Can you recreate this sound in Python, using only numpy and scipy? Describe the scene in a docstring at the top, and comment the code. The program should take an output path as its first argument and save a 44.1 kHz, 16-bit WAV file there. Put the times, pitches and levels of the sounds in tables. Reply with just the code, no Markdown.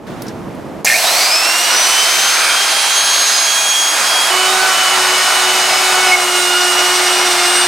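"""A hand-held wood router in a small workshop. Over a low noise rumble it is handled (clicks, cloth) and switched on.
The motor growls and sparks in bursts of resonant noise, and its eight-bladed fan whines up to speed as tones.
At 4.3 s the pitch steps down and the bit is already in the wood: hum, cutter tones and chopped noise,
all on one spindle angle. Chatter swells into a short squeal, a limiter ducks, and the cut goes on deeper."""
import sys
import numpy as np
from scipy import signal
from scipy.fft import rfft, irfft, next_fast_len
from scipy.io import wavfile

SR = 44100
rng = np.random.default_rng(int(sys.argv[2]) if len(sys.argv) > 2 else 0)


def bounce(signal):
    """Save signal as a 16-bit WAV file at the path given by the first command-line argument."""
    frames = np.transpose(np.atleast_2d(signal))
    limited = np.clip(frames, -1, 1)
    pcm = np.round(limited * 32767).astype(np.int16)
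    wavfile.write(sys.argv[1], SR, pcm)


N = 338247
TIME_S = np.arange(N) / SR
ON_S, CUT_S, MAINS_HZ = .845, 4.3, 60

# Run-up: the speed closes on its free value in a quick and a slow stage.
FREE_TURNS_PER_S, QUICK_SHARE, QUICK_S, SLOW_S = 409.9, .478, .1165, .568
# Torque limit at first: a jolt of switching on, then at most a steady gain.
JOLT_TURNS_PER_S, MOST_GAIN_TURNS_PER_S2 = 50, 870
# Spindle with the bit in the wood. Each row: time in seconds, speed in turns per second.
CUT_SPEED_TURNS_PER_S = [(4.3, 369.5), (4.5, 374.1), (4.68, 376), (5.05, 368.8), (5.3, 370.1),
                         (5.47, 369.1), (5.78, 371.2), (6.07, 369.2), (6.22, 361), (6.5, 359.1),
                         (6.95, 362.6), (7.28, 360.6), (7.32, 357.2), (7.45, 356.4), (7.67, 359.8)]

BLADES, FAN_WANDER_DB, FAN_WANDER_HZ = 8, 0.92, 7.3
# Fan tones. Each row: multiple of the blade rate, base level in dB running free, in the light cut,
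# in the deep cut.
FAN_TONES = [(1, -23.5, -21.5, -19.5), (2, -21.5, -24, -20), (3, -28.5, -29, -27.5)]
# Blade tone; the last value holds through the cut. Each row: time in seconds, added level in dB.
BLADE_TONE_ADDED_DB = [(.9, -20), (1.35, -12), (1.45, 1), (2.05, 1.5), (2.2, -2), (2.45, -9), (2.54, 6),
                       (2.85, -0.5), (3.15, 2), (3.3, -5), (3.58, 4), (4.1, 1.5), (4.3, -1)]
# Octave of the blade tone; the last value holds too. Each row: time in seconds, added level in dB.
OCTAVE_ADDED_DB = [(.89, -20), (.95, 8), (1.02, -17), (1.08, 5), (1.22, -1), (1.35, 5), (1.55, -3),
                   (1.87, 2), (2.15, -2.5), (2.28, 2), (2.48, -6.5), (2.85, -4.5), (3.0, 3), (3.65, 3),
                   (4.1, -6.5), (4.3, -11)]

# Cutter tones. Each row: multiple of the spindle speed, base level in dB in the light cut,
# in the deep cut, dB added as chatter builds.
CUTTER_TONES = [(2, -28.5, -32.5, 8), (4, -23.5, -32, -1), (6, -30, -31, 11.5), (7, -35.5, -42, 16)]
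CUTTER_WANDER_DB, CUTTER_WANDER_HZ = 2, 3.4
CHATTER_BUILD_S, CHATTER_DECAY_S = 0.6, .07   # before and after the end of the squeal
SQUEAL_FROM_S, SQUEAL_TO_S, SQUEAL_DB = 6.119, 6.157, -7.5
HUM_LIGHT_DB, HUM_DEEP_DB = -26.5, -24.5   # once-a-turn hum of the bit in the wood
# The bit eases off the wood. Each row: centre in seconds, half length to 1/e in seconds, hum loss in dB.
EASINGS = [(4.807, .12, 14), (5.283, 0.096, 14), (5.713, 0.12, 7)]
# Weaker spindle tones. Each row: multiple of the speed, base level in dB running free, in the light cut,
# in the deep cut.
WEAK_TONES = [(2, -40.5, -52, -50), (3, -52, -30.5, -34), (4, -35.5, -57.5, -47), (5, -48, -34, -34),
              (6, -36, -60, -60), (10, -41, -34, -32), (11, -38, -36.5, -38.5), (12, -36, -34, -38),
              (14, -36, -32.5, -36), (28, -46, -52, -54), (32, -47, -44, -50)]
# Fan and cutter tones swell or fade as the tool slides along. 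Each row: centre in seconds,
# half length to 1/e in seconds, multiple of the speed, peak change in dB.
TONE_SWELLS = [(4.3, 0.13, 4, -8), (4.62, .09, 8, -9), (4.956, 0.083, 4, -11), (5.08, .1, 2, -13),
               (5.45, .08, 2, -4), (6.54, 0.2, 4, 11), (7.35, .14, 8, -7.5), (7.54, 0.14, 24, 8)]

# Broad noise as the tool is moved about. Each row: time in seconds, rasp and air levels in dB before trim.
RUSH_DB = [(1.0, -20, -16.5), (1.45, -18, -18), (1.7, -17.5, -15), (2.5, -18.5, -15), (3.25, -19.5, -16.5),
           (3.8, -21.5, -18.7), (4.05, -16.5, -17), (4.35, -17, -16.5), (4.7, -18, -16), (5.8, -17.5, -16),
           (6.5, -19.5, -18), (7.0, -17.5, -16.5), (7.67, -19, -16)]
# Rasp spectrum. Each row: frequency in Hz, relative density in dB per Hz.
RASP_SPECTRUM = [(60, -62), (130, -28), (300, -13), (490, -9.5), (680, -0.5), (1000, 0), (1450, 0),
                 (1850, -6), (2600, -4.5), (5000, -61)]
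# Air spectrum. Each row: frequency in Hz, relative density in dB per Hz.
AIR_SPECTRUM = [(900, -14), (1600, -2), (2200, -2), (2800, -0.5), (3300, -1), (4200, -1), (5200, -1.5),
                (6200, -11), (9000, -30)]
# Brush hiss spectrum. Each row: frequency in Hz, relative density in dB per Hz.
HISS_SPECTRUM = [(3500, -48), (5500, -2), (6600, 0.5), (8500, 2), (9600, -3.5), (11000, -6), (13000, -9.5),
                 (16000, -20)]
HISS_DB, FULL_AIR_TURNS_PER_S = -21.5, 220   # air is fully moving from this speed up
# Resonances of the wood under the bit. Each row: frequency in Hz, width in Hz, relative gain in dB.
WOOD_MODES = [(692, 45, -2), (799, 45, 5), (886, 49, 0.5), (1000, 35, 2.5), (1150, 33, -9), (1210, 33, 7),
              (1358, 11, 11.5), (1560, 61, -19), (1590, 52, -17), (1957, 60, 1)]

# Buzz of the spindle. Each row: time in seconds, level in dB before trim and flutter.
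BUZZ_DB = [(.86, -43), (1.05, -31), (1.5, -24), (4.2, -33.5), (7.67, -22)]
# Metal shaken by spindle and brushes. Each row: frequency in Hz, width in Hz, relative gain in dB.
METAL_MODES = [(695, 320, -1.5), (2230, 540, -1.5), (4300, 710, -0.5), (5150, 380, -1), (5860, 320, -2.5),
               (7700, 300, -3.5), (9600, 500, -6.5), (10900, 600, -11.5), (12000, 900, -15),
               (14150, 470, -42)]
# Brushes sparking under the starting current. Each row: time in seconds, level in dB.
SPARKS_DB = [(.845, -20), (.87, -17), (1.0, -17), (1.2, -16.5), (1.35, -25), (1.6, -24), (2.2, -21),
             (3, -47)]
# Inrush growl. Each row: time in seconds, level in dB.
INRUSH_DB = [(.845, -38), (.858, -21), (.868, -10.5), (.9, -12.5), (.925, -15), (.95, -19), (.99, -18),
             (1.06, -37), (1.2, -70)]
# Motor housing. Each row: frequency in Hz, width in Hz, relative gain in dB.
HOUSING_MODES = [(1830, 110, -6), (2150, 70, -2), (2400, 48, -.5)]
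# Air rings in vents and base as the tool is turned. Each row: centre in seconds,
# half length to 1/e in seconds, frequency in Hz, nominal width in Hz, peak level in dB.
AIR_SWELLS = [(1.12, 0.25, 675, 150, -23.5), (2.0, 0.29, 5100, 700, -27), (2.0, 0.28, 7850, 690, -31),
              (2.297, 0.14, 4060, 700, -25), (2.473, 0.22, 1410, 300, -20), (2.48, 0.11, 2280, 200, -21.5),
              (3.172, 0.43, 4130, 600, -20), (4.1, 0.26, 4930, 500, -24.5), (5.4, 1.5, 6580, 450, -26),
              (7.556, 0.23, 1520, 506, -25.5)]
# Bearing whistles. Each row: centre in seconds, half length to 1/e in seconds, multiple of the speed,
# peak level in dB.
BEARING_WHISTLES = [(1.3, .15, 7.67, -25), (1.28, 0.12, 14.34, -25), (1.2, 0.083, 20.56, -27),
                    (3.32, 0.14, 12.335, -21), (3.25, 0.18, 14.335, -29), (6.7, 0.76, 14.34, -32)]

# Handling ticks and the switch. Each row: start in seconds, level in dB before trim, ring in Hz,
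# 60 dB decay in seconds.
CLICKS = [(.2205, -21.5, 11500, 0.021), (0.221, -20, 5200, 0.025), (.224, -34, 11000, .14),
          (0.267, -29, 5500, .04), (0.2816, -24.5, 5200, 0.071), (.284, -45, 10000, .05),
          (.548, -43, 10000, .08), (0.8458, -7.5, 730, 0.046), (0.847, -2, 11800, 0.013),
          (0.8505, 1, 6460, .012), (.857, 0, 5700, .012)]
# A sleeve brushes the tool as it is lifted. Each row: time in seconds, level in dB.
SLEEVE_DB = [(.055, -80), (.07, -38), (.15, -41), (.3, -40), (.4, -65), (.6, -90)]
# Sleeve spectrum. Each row: frequency in Hz, relative density in dB per Hz.
SLEEVE_SPECTRUM = [(900, -2), (1500, 1), (2600, -9), (3600, -7), (4500, -12), (10000, -21)]
# Low rumble of the shop. Each row: time in seconds, level in dB.
RUMBLE_DB = [(0, -34.5), (.055, -32), (.09, -27.5), (.5, -27), (.81, -27.5), (.86, -35.5), (1.0, -47),
             (1.2, -59), (1.6, -49), (7.67, -54)]
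# Rumble spectrum. Each row: frequency in Hz, relative density in dB per Hz.
RUMBLE_SPECTRUM = [(18, -52), (30, -27.5), (161, -6.5), (319, -7.5), (512, -13), (632, -13), (3870, -38.5),
                   (5310, -41), (8740, -46), (9710, -46), (12300, -49), (13300, -49), (16000, -63)]

# Stereo position. Each row: time in seconds, left minus right in dB.
PAN_DB = [(0, -2), (1.5, -1.4), (3.7, -1.5), (4.6, -1.6), (5.2, -0.7), (6.7, -1.2), (7.67, -0.5)]
LIMIT_DB, MOST_DUCK_DB, RECOVER_DB_PER_S, DETECT_S = -8.9, 3.6, 6, .022
CUTOFF_HZ = 16000


def from_db(db):
    """Decibels to gain."""
    return 10 ** (np.asarray(db) / 20)


def rms_one(x):
    """Scale to unit power."""
    return x / np.sqrt(np.mean(x ** 2) + 1e-20)


def in_time(rows):
    """Each column of a curve, sample by sample."""
    s, *columns = np.transpose(rows)
    return [np.interp(TIME_S, s, column) for column in columns]


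def after(s):
    """Opens over 3 ms from time s."""
    return np.clip((TIME_S - s) / .003, 0, 1)


def bell(centre_s, half_s):
    """Smooth rise and fall, 1 at the centre."""
    return np.exp(-((TIME_S - centre_s) / half_s) ** 2)


def mains_pulse(depth):
    """Ripple around 1 at twice the mains rate, one crest per half cycle."""
    return 1 + depth * np.cos(4 * np.pi * MAINS_HZ * TIME_S)


def drift(rate_hz):
    """Slow chance with spread 1: noise through two equal poles, computed every 40 samples."""
    r = np.exp(-80 * np.pi * rate_hz / SR)
    noise = rng.standard_normal(N // 40 + 2002)
    slow = signal.lfilter([1], [1, -2 * r, r * r], noise)[2000:]   # skip the settling
    return np.interp(np.arange(N) / 40, np.arange(len(slow)), rms_one(slow))


def mid_side(mid, side):
    """Left and right from their common and opposite parts."""
    return mid + side * np.array([[1], [-1]])


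def coloured(spectrum, side_db):
    """Stereo noise with the given spectrum; the side part is what the walls return."""
    size = next_fast_len(N)
    hz, db = np.transpose(spectrum)
    bins_hz = np.maximum(np.arange(size // 2 + 1) * SR / size, 1)
    skirts = np.minimum(bins_hz / hz[0], 1) ** 2 * np.minimum(hz[-1] / bins_hz, 1) ** 2
    gain = from_db(np.interp(np.log(bins_hz), np.log(hz), db)) * skirts
    noise = irfft(rfft(rng.standard_normal((2, size))) * gain, size)[:, :N]
    mid, side = rms_one(noise)
    return mid_side(mid, from_db(side_db) * side)


def resonate(x, modes):
    """Parallel two-pole resonances, each with unit peak before its gain."""
    out = 0
    for hz, width_hz, db in modes:
        r = np.exp(-np.pi * width_hz / SR)
        poles = [1, -2 * r * np.cos(2 * np.pi * hz / SR), r * r]
        out = out + from_db(db) * (1 - r * r) / 2 * signal.lfilter([1, 0, -1], poles, x)
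    return out


def spindle_speed():
    """Turns per second: a torque-limited run-up from rest, then a step at 4.3 s to the cutting speed."""
    age_s = np.maximum(TIME_S - ON_S, 0)
    quick = QUICK_SHARE * np.exp(-age_s / QUICK_S)
    slow = (1 - QUICK_SHARE) * np.exp(-age_s / SLOW_S)
    free = FREE_TURNS_PER_S * (1 - quick - slow)
    free = np.minimum(free, JOLT_TURNS_PER_S + MOST_GAIN_TURNS_PER_S2 * age_s)
    return free + (in_time(CUT_SPEED_TURNS_PER_S)[0] - free) * after(CUT_S)


def spindle_angle(speed):
    """Radians turned; a slow rotor judders under the pulsing starting torque."""
    straining = np.clip(1 - speed / 250, 0, 1)
    judder = straining * (.07 * np.cos(4 * np.pi * MAINS_HZ * TIME_S) + .05 * drift(80))
    return 2 * np.pi * np.cumsum(speed * (1 + judder + .0003 * drift(14.2))) / SR


def by_stage(free, light, deep):
    """One value for each stage: running free, the light cut, and the deep cut after the squeal."""
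    return free + (light - free) * after(CUT_S) + (deep - light) * after(SQUEAL_TO_S)


def swell_db(order):
    """Decibels added to one spindle harmonic by its swells and fades."""
    return sum(db * bell(s, half_s) for s, half_s, k, db in TONE_SWELLS if round(k) == order)


def tone(angle, order, db, flutter, scatter):
    """One spindle harmonic; reflections off the moving tool add a fading copy in each ear."""
    def wave():
        return np.sin(order * angle + rng.uniform(0, 2 * np.pi))

    direct = (1 + flutter * drift(18)) * wave()
    reflected = np.array([drift(3.8) * wave() for ear in range(2)])
    return np.sqrt(2) * from_db(db) * (direct + scatter * reflected)


def fan(angle, spun_up):
    """Blade-passing tone with two harmonics, each wandering in level; the highest grows with speed."""
    gains = from_db(in_time(BLADE_TONE_ADDED_DB)[0]), from_db(in_time(OCTAVE_ADDED_DB)[0]), spun_up
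    out = 0
    for (k, *levels_db), gain in zip(FAN_TONES, gains):
        order = BLADES * round(k)
        db = by_stage(*levels_db) + swell_db(order) + FAN_WANDER_DB * drift(FAN_WANDER_HZ)
        out = out + gain * tone(angle, order, db, flutter=0.22, scatter=0.34)
    return out


def cutter_hum(angle):
    """The wood pushes back once a turn: a clean hum that fades as the bit eases off."""
    eased_db = sum(db * bell(s, half_s) for s, half_s, db in EASINGS)
    db = by_stage(HUM_LIGHT_DB, HUM_LIGHT_DB, HUM_DEEP_DB) - eased_db
    return tone(angle, 1, db, flutter=0.085, scatter=0.061)


def cutter_overtones(angle):
    """Rougher multiples of the push of the wood, changed in level as chatter builds and dies."""
    since_s = TIME_S - SQUEAL_TO_S
    building = np.clip(1 + since_s / CHATTER_BUILD_S, 0, 1)
    chatter = building * np.exp(-np.maximum(since_s, 0) / CHATTER_DECAY_S)
    out = 0
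    for k, light_db, deep_db, chatter_db in CUTTER_TONES:
        db = by_stage(light_db, light_db, deep_db) + chatter_db * chatter + swell_db(round(k))
        db = db + CUTTER_WANDER_DB * drift(CUTTER_WANDER_HZ)
        out = out + tone(angle, round(k), db, flutter=0.19, scatter=.37)
    return out


def squeal(angle):
    """Chatter locks onto the sixth spindle harmonic until the chip breaks away."""
    edges_s = np.minimum(TIME_S - SQUEAL_FROM_S, SQUEAL_TO_S - TIME_S)
    held = np.clip(edges_s / .006 + .5, 0, 1)
    return held * tone(angle, order=6, db=SQUEAL_DB, flutter=0.11, scatter=0.15), held


def weak_tones(angle):
    """Fainter spindle harmonics, running free and in the cut."""
    out = 0
    for k, *levels_db in WEAK_TONES:
        db = by_stage(*levels_db) + 2 * drift(2.7)
        out = out + tone(angle, round(k), db, flutter=0.55, scatter=0.46)
    return out


def cutter(angle, cutting):
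    """Hum, overtones and squeal of the bit in the wood, over the weak spindle tones."""
    locked, held = squeal(angle)
    in_wood = cutter_hum(angle) + (1 - 0.46 * held) * cutter_overtones(angle) + locked
    return cutting * in_wood + weak_tones(angle)


def rushing(angle, cutting, speed):
    """Rasp and vent air chopped by the two cutting edges, brush hiss pulsing at twice the mains rate."""
    rasp_db, air_db = in_time(RUSH_DB)
    flow = np.clip(speed / FULL_AIR_TURNS_PER_S, .01, 1) ** 2.5
    edges = 1 + 0.16 * cutting * np.cos(2 * angle)
    wood = from_db(-2.0) * cutting * rms_one(resonate(rng.standard_normal(N), WOOD_MODES))
    rasp_gain = from_db(rasp_db - 1.9 + 0.73 * drift(8.9))
    rasp = rasp_gain * edges * (coloured(RASP_SPECTRUM, side_db=-12) + wood)
    air_gain = from_db(air_db - 2.0 + 0.3 * drift(5.5))
    air = air_gain * edges * coloured(AIR_SPECTRUM, side_db=-8.5)
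    hiss_gain = from_db(HISS_DB + 0.5 * drift(8)) * mains_pulse(0.035)
    hiss = hiss_gain * coloured(HISS_SPECTRUM, side_db=-10.5)
    # remove the lows that the chopping adds below the rasp and air
    low_cut = signal.butter(3, 115, "high", fs=SR, output="sos")
    return signal.sosfilt(low_cut, flow * (rasp + air) + hiss)


def buzz(angle):
    """Brushes and bearings repeat one rough pattern every turn; its harmonics glide through the metal."""
    harmonics = np.exp(2j * np.pi * rng.random(24))   # equal strength, random phase
    shape = irfft(np.r_[0, harmonics], 2048)
    shake = np.interp(angle / (2 * np.pi) % 1, np.linspace(0, 1, len(shape)), shape)
    gain = from_db(in_time(BUZZ_DB)[0] - 3.0) * (1 + 0.8 * drift(32))
    return gain * rms_one(resonate(shake, METAL_MODES))


def sparking():
    """Arcs at the brushes crackle through the metal, most at the crests of the mains."""
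    arcs = rng.standard_normal(N) * mains_pulse(0.11) * from_db(1.0 * drift(200))
    direct = rms_one(resonate(arcs, METAL_MODES))
    reflected = rms_one(resonate(rng.standard_normal(N), METAL_MODES))
    return from_db(in_time(SPARKS_DB)[0]) * mid_side(direct, from_db(-16.0) * reflected)


def growl():
    """The starting current shakes the housing in uneven bursts at twice the mains rate."""
    bursts = mains_pulse(0.33) * from_db(1.9 * drift(90))
    shaken = rms_one(resonate(bursts * rng.standard_normal(N), HOUSING_MODES))
    return from_db(in_time(INRUSH_DB)[0]) * shaken


def air_swells():
    """Hollow resonances come and go as the openings turn."""
    out = 0
    for s, half_s, hz, width_hz, db in AIR_SWELLS:
        mode = [(hz, 1.4 * width_hz, 0)]   # widened, since two passes narrow it
        ring = rms_one(resonate(resonate(rng.standard_normal(N), mode), mode))
        out = out + from_db(db) * bell(s, half_s) * ring
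    return out


def bearings(angle):
    """The balls roll at rates of their own and sing for a moment at a time."""
    return sum(bell(s, half_s) * tone(angle, k, db, flutter=0.34, scatter=0.2)
               for s, half_s, k, db in BEARING_WHISTLES)


def clicks():
    """Each contact is a brief dying rattle through one broad resonance."""
    out = np.zeros((2, N))
    age_s = np.arange(SR // 4) / SR
    for s, db, hz, t60_s in CLICKS:
        shared = rng.standard_normal(len(age_s))
        own = rng.standard_normal((2, len(age_s)))
        rattle = rms_one(resonate(shared + 0.28 * own, [(hz, 0.2 * hz, 0)]))
        at = int(s * SR)
        out[:, at:at + len(age_s)] += rattle * from_db(db - 5 - 60 * age_s / t60_s)
    return out


def handling():
    """Cloth and small metal contacts before the motor starts, then the switch."""
    return clicks() + from_db(in_time(SLEEVE_DB)[0]) * coloured(SLEEVE_SPECTRUM, side_db=-7)


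def rumble():
    """Low noise of the shop, slightly unsteady."""
    return from_db(in_time(RUMBLE_DB)[0] + 0.39 * drift(25)) * coloured(RUMBLE_SPECTRUM, side_db=-9)


def scene():
    """One spindle drives the router's tones and rush; handling and rumble join, then all is panned."""
    speed = spindle_speed()
    angle = spindle_angle(speed)
    cutting = after(CUT_S)
    spun_up = np.clip(speed / 350, .3, 1) ** 5.1   # these tones emerge only near full speed
    tones = fan(angle, spun_up) + spun_up * cutter(angle, cutting) + buzz(angle) + bearings(angle)
    noises = rushing(angle, cutting, speed) + air_swells() + growl() + sparking()
    router = after(ON_S) * (tones + noises)
    pan = from_db(in_time(PAN_DB)[0] * np.array([[.5], [-.5]]))
    return (router + handling() + rumble()) * pan


def limiter(x):
    """The gain drops when the running level passes the threshold and creeps back."""
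    keep = np.exp(-1 / (DETECT_S * SR))
    power = signal.lfilter([1 - keep], [1, -keep], np.mean(x ** 2, axis=0))
    over_db = np.clip(10 * np.log10(power + 1e-12) - LIMIT_DB, 0, MOST_DUCK_DB)
    recovered_db = RECOVER_DB_PER_S * TIME_S
    duck_db = np.maximum.accumulate(over_db + recovered_db) - recovered_db
    return x * from_db(-duck_db)


def record(dry):
    """A limiter ducks after loud moments, the highest peaks are rounded and the top is cut."""
    limited = limiter(dry)
    rounded = limited / (1 + np.abs(limited / 1.05) ** 8) ** (1 / 8)
    top_cut = signal.ellip(12, .1, 80, CUTOFF_HZ, fs=SR, output="sos")
    return signal.sosfilt(top_cut, rounded)


dry = scene()
out = record(dry)
bounce(out)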